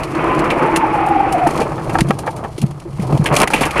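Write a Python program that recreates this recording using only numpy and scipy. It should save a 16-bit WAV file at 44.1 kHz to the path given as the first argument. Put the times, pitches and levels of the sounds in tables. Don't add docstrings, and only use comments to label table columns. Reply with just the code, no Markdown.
import sys
import numpy as np
from scipy import signal
from scipy.fft import rfft, irfft
from scipy.io import wavfile

SR = 44100
rng = np.random.default_rng(int(sys.argv[2]) if len(sys.argv) > 2 else 0)


def dump(signal):
    limited = np.clip(np.atleast_2d(signal).T, -1, 1)
    pcm = np.round(limited * 32767).astype(np.int16)
    wavfile.write(sys.argv[1], SR, pcm)


def boost(x):
    u = np.asarray(x, float) / 20
    return 10 ** u


N = 167580


def rms_one(x):
    return x / np.sqrt(np.mean(x ** 2) + 1e-20)


def in_time(rows):
    s, *columns = np.transpose(rows)
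    return [np.interp(np.arange(N) / SR, s, c) for c in columns]


def gated(rows):
    start, end = rows[0][0], rows[-1][0]
    return in_time([(start - .015, 0), (start, 1), (end, 1), (end + .015, 0)])[0]


def drift(rate_hz):
    r = np.exp(-80 * np.pi * rate_hz / SR)
    noise = rng.standard_normal(N // 40 + 2002)
    slow = signal.lfilter([1], [1, -2 * r, r * r], noise)[2000:]
    return np.interp(np.arange(N) / 40, np.arange(len(slow)), rms_one(slow))


def colour(x, spectrum):
    hz, db = np.transpose(spectrum)
    log_hz = np.log(np.arange(N // 2 + 1) * SR / N + 1)
    gain = boost(np.interp(log_hz, np.log(hz), db, left=-90, right=-90))
    return rms_one(irfft(rfft(x) * gain, N))


def narrow(hz, half_width_hz, steady=0):
    r = np.exp(-2 * np.pi * half_width_hz / SR)
    slow = signal.lfilter([1], [1, -2 * r, r * r], rng.standard_normal((2, N)))
    slow = slow / (np.hypot(*slow) + 1e-9) ** steady
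    phase = 2 * np.pi * np.cumsum(hz + np.zeros(N)) / SR
    return rms_one(slow[0] * np.cos(phase) + slow[1] * np.sin(phase))


def ring(x, hz, t60_s):
    r = boost(-60 / (t60_s * SR))
    gain = (1 - r * r) / 2
    return signal.lfilter([gain, 0, -gain], [1, -2 * r * np.cos(2 * np.pi * hz / SR), r * r], x)


def bursts(times_s, levels_db, t60s, rise_s):
    out = np.zeros(N + SR)
    t = np.arange(SR // 2) / SR
    for s, db, t60 in zip(times_s, levels_db, t60s):
        i = int(s * SR)
        fall_db = 60 * (t / np.clip(t60, .005, .4)) ** 1.278
        out[i:i + len(t)] += boost(db - fall_db) * (1 - np.exp(-t / rise_s))
    return out[:N]


JUDDER_HZ, JUDDER_SPREAD_HZ, JUDDER_DEPTH = 25.17, 4.946, 0.4


def judder():
    hz = JUDDER_HZ + JUDDER_SPREAD_HZ * drift(4.06)
    return 1 + JUDDER_DEPTH * np.sin(2 * np.pi * np.cumsum(hz) / SR)


# frequency in Hz, density in dB per Hz.
RUMBLE_SPECTRUM = [(12, -34), (20, 0), (86, 0), (110, -19), (140, -26), (240, -120)]
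# time in seconds, relative levels of rumble, low boom, high boom in dB.
SHELL_SHAKE = [(0.0, -19.5, -26, -32.5), (0.25, -41, -24.5, -15.5), (1.08, -32, -27.5, -23),
               (1.1, -23, -26, -17.5), (1.78, -28, -22, -31.5), (2.01, -11, -20.5, -21),
               (2.15, -42, -19.5, -25.5), (2.56, -25, -27.5, -48), (2.58, -44, -49, -46),
               (2.62, -41, -14.5, -29.5), (2.79, -28, -28, -44.5), (3.22, -24, -14, -27.5),
               (3.44, -34, -33, -27.5), (3.8, -23, -23.5, -34)]
LOW_BOOM_HZ, LOW_BOOM_HALF_WIDTH_HZ = 136, 31.3
HIGH_BOOM_HZ, HIGH_BOOM_HALF_WIDTH_HZ = 328, 24


def cabin_booms():
    rumble_db, low_db, high_db = in_time(SHELL_SHAKE)
    rumble = colour(rng.standard_normal(N), RUMBLE_SPECTRUM)
    low = narrow(LOW_BOOM_HZ, LOW_BOOM_HALF_WIDTH_HZ)
    high = judder() * narrow(HIGH_BOOM_HZ, HIGH_BOOM_HALF_WIDTH_HZ)
    return boost(rumble_db - 12.5) * rumble + boost(low_db - 5.5) * low + boost(high_db - 3.0) * high


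# frequency in Hz, density in dB per Hz.
CRACK_SPECTRUM = [(1940, 2), (3300, 2.5), (3660, -2.5), (4300, 3), (4650, 0), (8220, -4.5), (9480, 0),
                  (11600, -9), (15500, -24.5)]
# time in seconds, level in dB.
DEBRIS_LEVEL = [(0.0, -43.5), (0.19, -46.5), (0.53, -45), (1.05, -49.5), (1.39, -47.5), (1.52, -39.5),
                (1.7, -44.5), (2.14, -48), (2.35, -49.5), (2.87, -53), (3.03, -45), (3.49, -45.5),
                (3.72, -45), (3.8, -36)]
MEDIAN_CLICKS_PER_S, HISS_DB_RE_CLICKS = 3400, -4


def debris():
    chance = MEDIAN_CLICKS_PER_S * boost(6 * drift(30)) / SR
    size = boost(3.8 * np.minimum(rng.exponential(1, N), 5))
    clicks = (rng.random(N) < chance) * size * rng.choice([-1, 1], N)
    bed = rms_one(clicks) + boost(HISS_DB_RE_CLICKS) * rng.standard_normal(N)
    return boost(in_time(DEBRIS_LEVEL)[0]) * colour(bed, CRACK_SPECTRUM)


# frequency in Hz, density in dB per Hz.
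ROAR_SPECTRUM = [(15, -47), (25, -9), (86, -11.5), (114, -31), (146, 0), (180, -12), (237, -6.5),
                 (334, -6.5), (429, -5.5), (1280, -8.5), (1600, -19.5), (2510, -23.5), (3880, -50),
                 (6000, -61.5), (7800, -123)]
# time in seconds, relative level in dB,
# brightness in dB per octave above 800 Hz.
CONTACT = [(0, -22, 2), (.08, -30, 3), (.2, -22, 4.5), (.38, -19, 3), (1.1, -24.5, 5), (1.44, -25.5, 4.5),
           (1.5, -24.5, 1.5), (1.62, -20, -1), (1.75, -28.5, -2), (1.85, -29.5, -5), (1.92, -23.5, -1),
           (2.03, -28, 0), (2.2, -34.5, -4.5), (2.45, -28, -6), (2.55, -41.5, -2), (2.95, -41.5, -1),
           (3.03, -32.5, -3.5), (3.15, -23.5, -9), (3.235, -37, 1.5), (3.25, -21, 0), (3.29, -21, -4),
           (3.33, -19, 2), (3.44, -16.5, 5), (3.465, -30.5, 1.5), (3.53, -27.5, 5.5), (3.56, -22.5, -6.5),
           (3.67, -18, 1.5), (3.69, -35, 8), (3.76, -24.5, 6), (3.8, -15, 7.5)]
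KERB_S, SKID_LUMP_DB, WRECK_LUMP_DB, BAND_LUMP_DB = 1.47, 0.83, 2.2, 0.83 * 2.03


def grind():
    level_db, tilt = in_time(CONTACT)
    spectrum = rfft(colour(rng.standard_normal(N), ROAR_SPECTRUM))
    octave = np.log2((np.arange(N // 2 + 1) * SR / N + 1) / 800)
    lumps = drift(22)
    skidding = np.arange(N) < KERB_S * SR
    lump_db = np.where(skidding, SKID_LUMP_DB * lumps, WRECK_LUMP_DB * (lumps + drift(88)))
    out = 0
    for k in range(-5, 4):
        band = irfft(spectrum * np.clip(1 - abs(octave - k), 0, 1), N)
        out = out + band * boost(tilt * max(k, 0) + BAND_LUMP_DB * drift(25) + lump_db)
    return boost(level_db + 2.5) * out


# time in seconds, pitch in Hz, level in dB.
WHINE_PATH = [(0.13, 1009, -38), (0.232, 1018, -24), (0.4, 1022, -27)]


def whine():
    hz, db = in_time(WHINE_PATH)
    return gated(WHINE_PATH) * boost(db) * narrow(hz, 6.6)


# time in seconds, pitch in Hz, level in dB.
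SCRAPE_PATH = [(3.55, 420, -21), (3.562, 1000, -22), (3.595, 1400, -26)]


def scrape():
    hz, db = in_time(SCRAPE_PATH)
    return gated(SCRAPE_PATH) * boost(db) * narrow(hz, 73)


# time in seconds, mean pitch in Hz, relative level in dB.
SQUEAL_PATH = [(.6, 870, -23), (.7, 895, -16), (.76, 860.6, -25), (.81, 896.4, -13), (.85, 878.6, -9.5),
               (.885, 836, -25), (.95, 854, -15), (1.0, 820, -14), (1.07, 808, -12.5), (1.25, 803.6, -13),
               (1.31, 791, -20), (1.35, 730, -10.5), (1.385, 725, -15.5), (1.42, 738, -14),
               (1.466, 690, -13.5)]
SQUEAL_HALF_WIDTH_HZ, SQUEAL_WOBBLE_HZ, SQUEAL_STEADY = 34, 9, .4


def squeal():
    hz, db = in_time(SQUEAL_PATH)
    wobbling_hz = hz + SQUEAL_WOBBLE_HZ * drift(14.0)
    tone = narrow(wobbling_hz, SQUEAL_HALF_WIDTH_HZ, SQUEAL_STEADY)
    return gated(SQUEAL_PATH) * boost(db - 2.0) * judder() * tone


# start in seconds, level in dB, starting pitch in Hz, ring t60 in seconds.
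THUD_HITS = [(1.468, 2, 326, 0.028), (1.598, -10.5, 220, 0.023), (1.612, -4.5, 472, 0.022),
             (1.928, -10, 160, 0.038), (2.016, 0, 166, 0.022), (2.049, -13, 154, 0.11),
             (2.084, -11, 145, 0.046), (2.095, -5.5, 222, 0.032), (2.581, -12.5, 347, 0.028),
             (2.622, -8.5, 221, 0.054), (2.632, -4.5, 141, 0.053), (2.853, -22, 355, 0.074),
             (2.992, -5, 191, 0.041), (3.021, -15, 142, 0.18), (3.098, -7.5, 156, 0.05),
             (3.124, -5, 152, 0.064), (3.145, -5, 133, 0.05), (3.194, 0.5, 156, 0.023),
             (3.213, -8.5, 149, 0.068), (3.312, -13, 143, 0.097), (3.393, -15, 206, 0.085),
             (3.544, -13.5, 284, 0.047), (3.609, -11, 262, 0.034)]
THUD_PHASE_SAG_PER_S, THUD_FADE_POWER, THUD_RISE_S, THUD_ROUGH = 1.03, 2, .002, .4


def thuds():
    out, t = np.zeros(N + SR), np.arange(SR // 2) / SR
    rise = 1 - np.exp(-t / THUD_RISE_S)
    for s, db, hz, t60 in THUD_HITS:
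        i = int(s * SR)
        fall_db = 60 * (t / np.clip(t60, .01, .6)) ** THUD_FADE_POWER
        tone = np.sin(2 * np.pi * hz * t * (1 - THUD_PHASE_SAG_PER_S * t))
        out[i:i + len(t)] += boost(db - fall_db) * rise * tone
    rough = out[:N] * (1 + THUD_ROUGH * drift(187))
    return signal.sosfilt(signal.butter(2, 100, "high", fs=SR, output="sos"), rough)


# start in seconds, relative level in dB, scuff t60 in seconds.
KNOCK_HITS = [(1.467, -4, 0.047), (1.518, -18, 0.044), (1.606, -11, 0.09), (1.78, -15.5, 0.085),
              (1.894, -14.5, 0.052), (1.948, -8, 0.032), (1.954, -2.5, 0.029), (1.988, -1.5, 0.023),
              (2.1075, 3.5, 0.017), (2.126, -30, 0.029), (2.191, -18, 0.031), (2.235, -19, 0.042),
              (2.268, -12, 0.047), (2.276, -7.5, 0.051), (2.31, -32, 0.019), (2.37, -23.5, 0.078),
              (2.439, -13, 0.018), (2.447, -13, 0.045), (2.582, -25, 0.025), (2.626, -20, 0.017),
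              (2.638, -22, 0.014), (3.093, -21.5, 0.053), (3.245, -30, 0.032), (3.259, -17, 0.053),
              (3.314, -11, 0.075), (3.402, -9.5, 0.074), (3.421, -18, 0.05), (3.474, -10.5, 0.023),
              (3.504, -5.5, 0.013), (3.536, -4, 0.035), (3.61, -7, 0.047), (3.627, -14, 0.05),
              (3.659, -14, 0.17)]
# frequency in Hz, relative gain in dB, t60 in seconds.
PANEL_MODES = [(800, 0, .035), (890, 2, .055), (1150, -4, .03), (700, -9, .03), (1290, -5, .03),
               (520, -10, .03), (1600, -12, .03), (2300, -16, .02)]
SCUFF_GAIN_DB, STRIKE_GAIN_DB, SOFT_CONTACT_HZ = 3, 19.5, 1650


def knocks():
    s, db, t60 = np.transpose(KNOCK_HITS)
    push = bursts(s, db + SCUFF_GAIN_DB, t60, rise_s=0.00018) * rng.standard_normal(N)
    push[(s * SR).astype(int)] += boost(db + STRIKE_GAIN_DB)
    push = signal.sosfilt(signal.butter(2, SOFT_CONTACT_HZ, fs=SR, output="sos"), push)
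    return sum(boost(gain_db + 9.5) * ring(push, hz, t) for hz, gain_db, t in PANEL_MODES)


# start in seconds, relative level in dB,
# trim ring in dB re that level, t60 in seconds.
CRACK_HITS = [(0.033, -14.5, 3, 0.058), (0.148, -22, -4, 0.075), (0.2408, -19, 2, 0.024),
              (0.347, -19.5, 12, 0.032), (0.39, -11, -17, 0.044), (0.442, -17.5, -12, 0.034),
              (0.5022, -11, 16, 0.06), (0.622, -23, 4, 0.052), (0.66, -22, -14, 0.045),
              (0.7597, 0, 4, 0.052), (0.9352, -27.5, -16, 0.2), (1.062, -25, -15, 0.06),
              (1.0854, -25, -6, 0.052), (1.3229, -11, 2, 0.052), (1.3805, -21.5, -14, 0.035),
              (1.47, -12.5, 2, 0.047), (1.5063, -10.5, -25, 0.025), (1.534, -26, -5, 0.058),
              (1.5575, -17.5, 0, 0.047), (1.574, -14.5, -7, 0.051), (1.601, -15.5, -15, 0.069),
              (1.616, -20.5, 11, 0.081), (1.8945, -19.5, 13.5, 0.052), (1.93, -21, -12, 0.14),
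              (1.9848, -11, -5, 0.056), (2.0062, -2.5, 1.5, 0.035), (2.0857, -18, -2, 0.062),
              (2.1061, -11, 18, 0.022), (2.1875, -13.5, -11, 0.059), (2.2626, -22.5, 6.5, 0.088),
              (2.3057, -25, -22, 0.029), (2.3625, -22.5, -6, 0.084), (2.4399, -27, -15, 0.05),
              (2.578, -17.5, -34, 0.076), (2.6148, -14, -6.5, 0.056), (2.6628, -22.5, -24, 0.026),
              (2.7077, -23.5, -18, 0.033), (2.799, -23, -14, 0.033), (2.9297, -37, 8, 0.027),
              (2.997, -27, 8.5, 0.038), (3.021, -20.5, -4, 0.06), (3.07, -20, -10, 0.034),
              (3.124, -20.5, 8, 0.044), (3.146, -30, 10, 0.074), (3.1744, -15.5, -1, 0.038),
              (3.241, -14.5, -17, 0.036), (3.2575, -9.5, 11, 0.084), (3.3244, -16.5, -4, 0.071),
              (3.3385, -8, -18, 0.036), (3.352, -3, -16, 0.018), (3.363, 3, 1, 0.052),
              (3.384, -8, -23, 0.053), (3.4008, 1, -8, 0.034), (3.415, 1, 0, 0.033),
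              (3.4305, -4.5, 6.5, 0.037), (3.4742, -5.5, 10.5, 0.034), (3.501, -14.5, -16, 0.11),
              (3.5339, -6.5, 13.5, 0.068), (3.5584, -18.5, 11, 0.32), (3.608, -8, 4, 0.088),
              (3.633, -22, 20, 0.058), (3.6527, -10.5, 2, 0.075), (3.708, -11, 5, 0.036),
              (3.7743, -19.5, -3, 0.23)]
# time in seconds, dB added to the treble and taken from the rest.
CRACK_BRIGHTNESS = [(0.2, -1.5), (0.76, 3), (1.4, 5.5), (1.6, 0.1), (3.3, 2.5)]
# frequency in Hz, gain in dB, t60 in seconds.
TRIM_MODES = [(1630, -4, 0.082), (2003, -4, 0.0043), (2397, -2, 0.009), (2690, -1.5, 0.032),
              (2930, -6, 0.017), (3260, -31, 0.045)]
CRACK_GAIN_DB, TRIM_GAIN_DB, TRIM_SPREAD_DB = -13.5, -3, 4
CRACK_RISE_S, SNAP_DB, GRAIN_DB, CHANCE_TILT_DB, SPLIT_HZ = .0012, 17, 2.5, 2, 7000


def cracks():
    s, db, trim_db, t60 = np.transpose(CRACK_HITS)
    grain = rms_one(boost(GRAIN_DB * drift(350)))
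    chance_tilt = np.tanh(rng.standard_normal(len(s)))
    tilt_db = CHANCE_TILT_DB * chance_tilt + np.interp(s, *np.transpose(CRACK_BRIGHTNESS))

    noise = colour(rng.standard_normal(N), CRACK_SPECTRUM)
    dull = signal.sosfiltfilt(signal.butter(2, SPLIT_HZ, fs=SR, output="sos"), noise)
    dull_bursts = dull * bursts(s, db + CRACK_GAIN_DB - tilt_db, t60, CRACK_RISE_S)
    treble_bursts = (noise - dull) * bursts(s, db + CRACK_GAIN_DB + tilt_db, t60, CRACK_RISE_S)

    share_db = TRIM_SPREAD_DB * rng.standard_normal((len(s), len(TRIM_MODES)))
    mean_power = np.mean(boost(2 * share_db), axis=1, keepdims=True)
    share_db = share_db - 10 * np.log10(mean_power)
    push = rng.standard_normal(N) * grain
    push[((s + CRACK_RISE_S) * SR).astype(int)] += boost(SNAP_DB)
    push = signal.sosfilt(signal.butter(4, 3400, fs=SR, output="sos"), push)
    trim = 0
    for (hz, gain_db, ring_s), mode_db in zip(TRIM_MODES, share_db.T):
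        envelope = bursts(s, db + trim_db + TRIM_GAIN_DB + mode_db, t60, CRACK_RISE_S)
        trim = trim + boost(gain_db) * ring(push * envelope, hz, ring_s)
    return grain * (dull_bursts + treble_bursts) + trim


def scene():
    mono = cabin_booms() + debris() + grind() + whine() + scrape() + squeal() + thuds() + knocks() + cracks()
    treble = signal.sosfilt(signal.butter(2, 4500, "high", fs=SR, output="sos"), mono)
    side = boost(-29.5) * treble * rng.standard_normal(N) + boost(-39.5) * mono * drift(12)
    return np.array([mono + side, mono - side])


def top_cut(x):
    return signal.sosfilt(signal.butter(12, 15980, fs=SR, output="sos"), x)


def record(dry):
    dip_hz, dip_width_hz, dip_share = 1340, 300, 0.33
    dip_t60_s = np.log(1000) / (np.pi * dip_width_hz)
    dipped = dry - dip_share * ring(dry, dip_hz, dip_t60_s)
    clipped = np.clip(dipped, -1, 1)
    return top_cut(clipped)


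dry = scene()
out = record(dry)
dump(out)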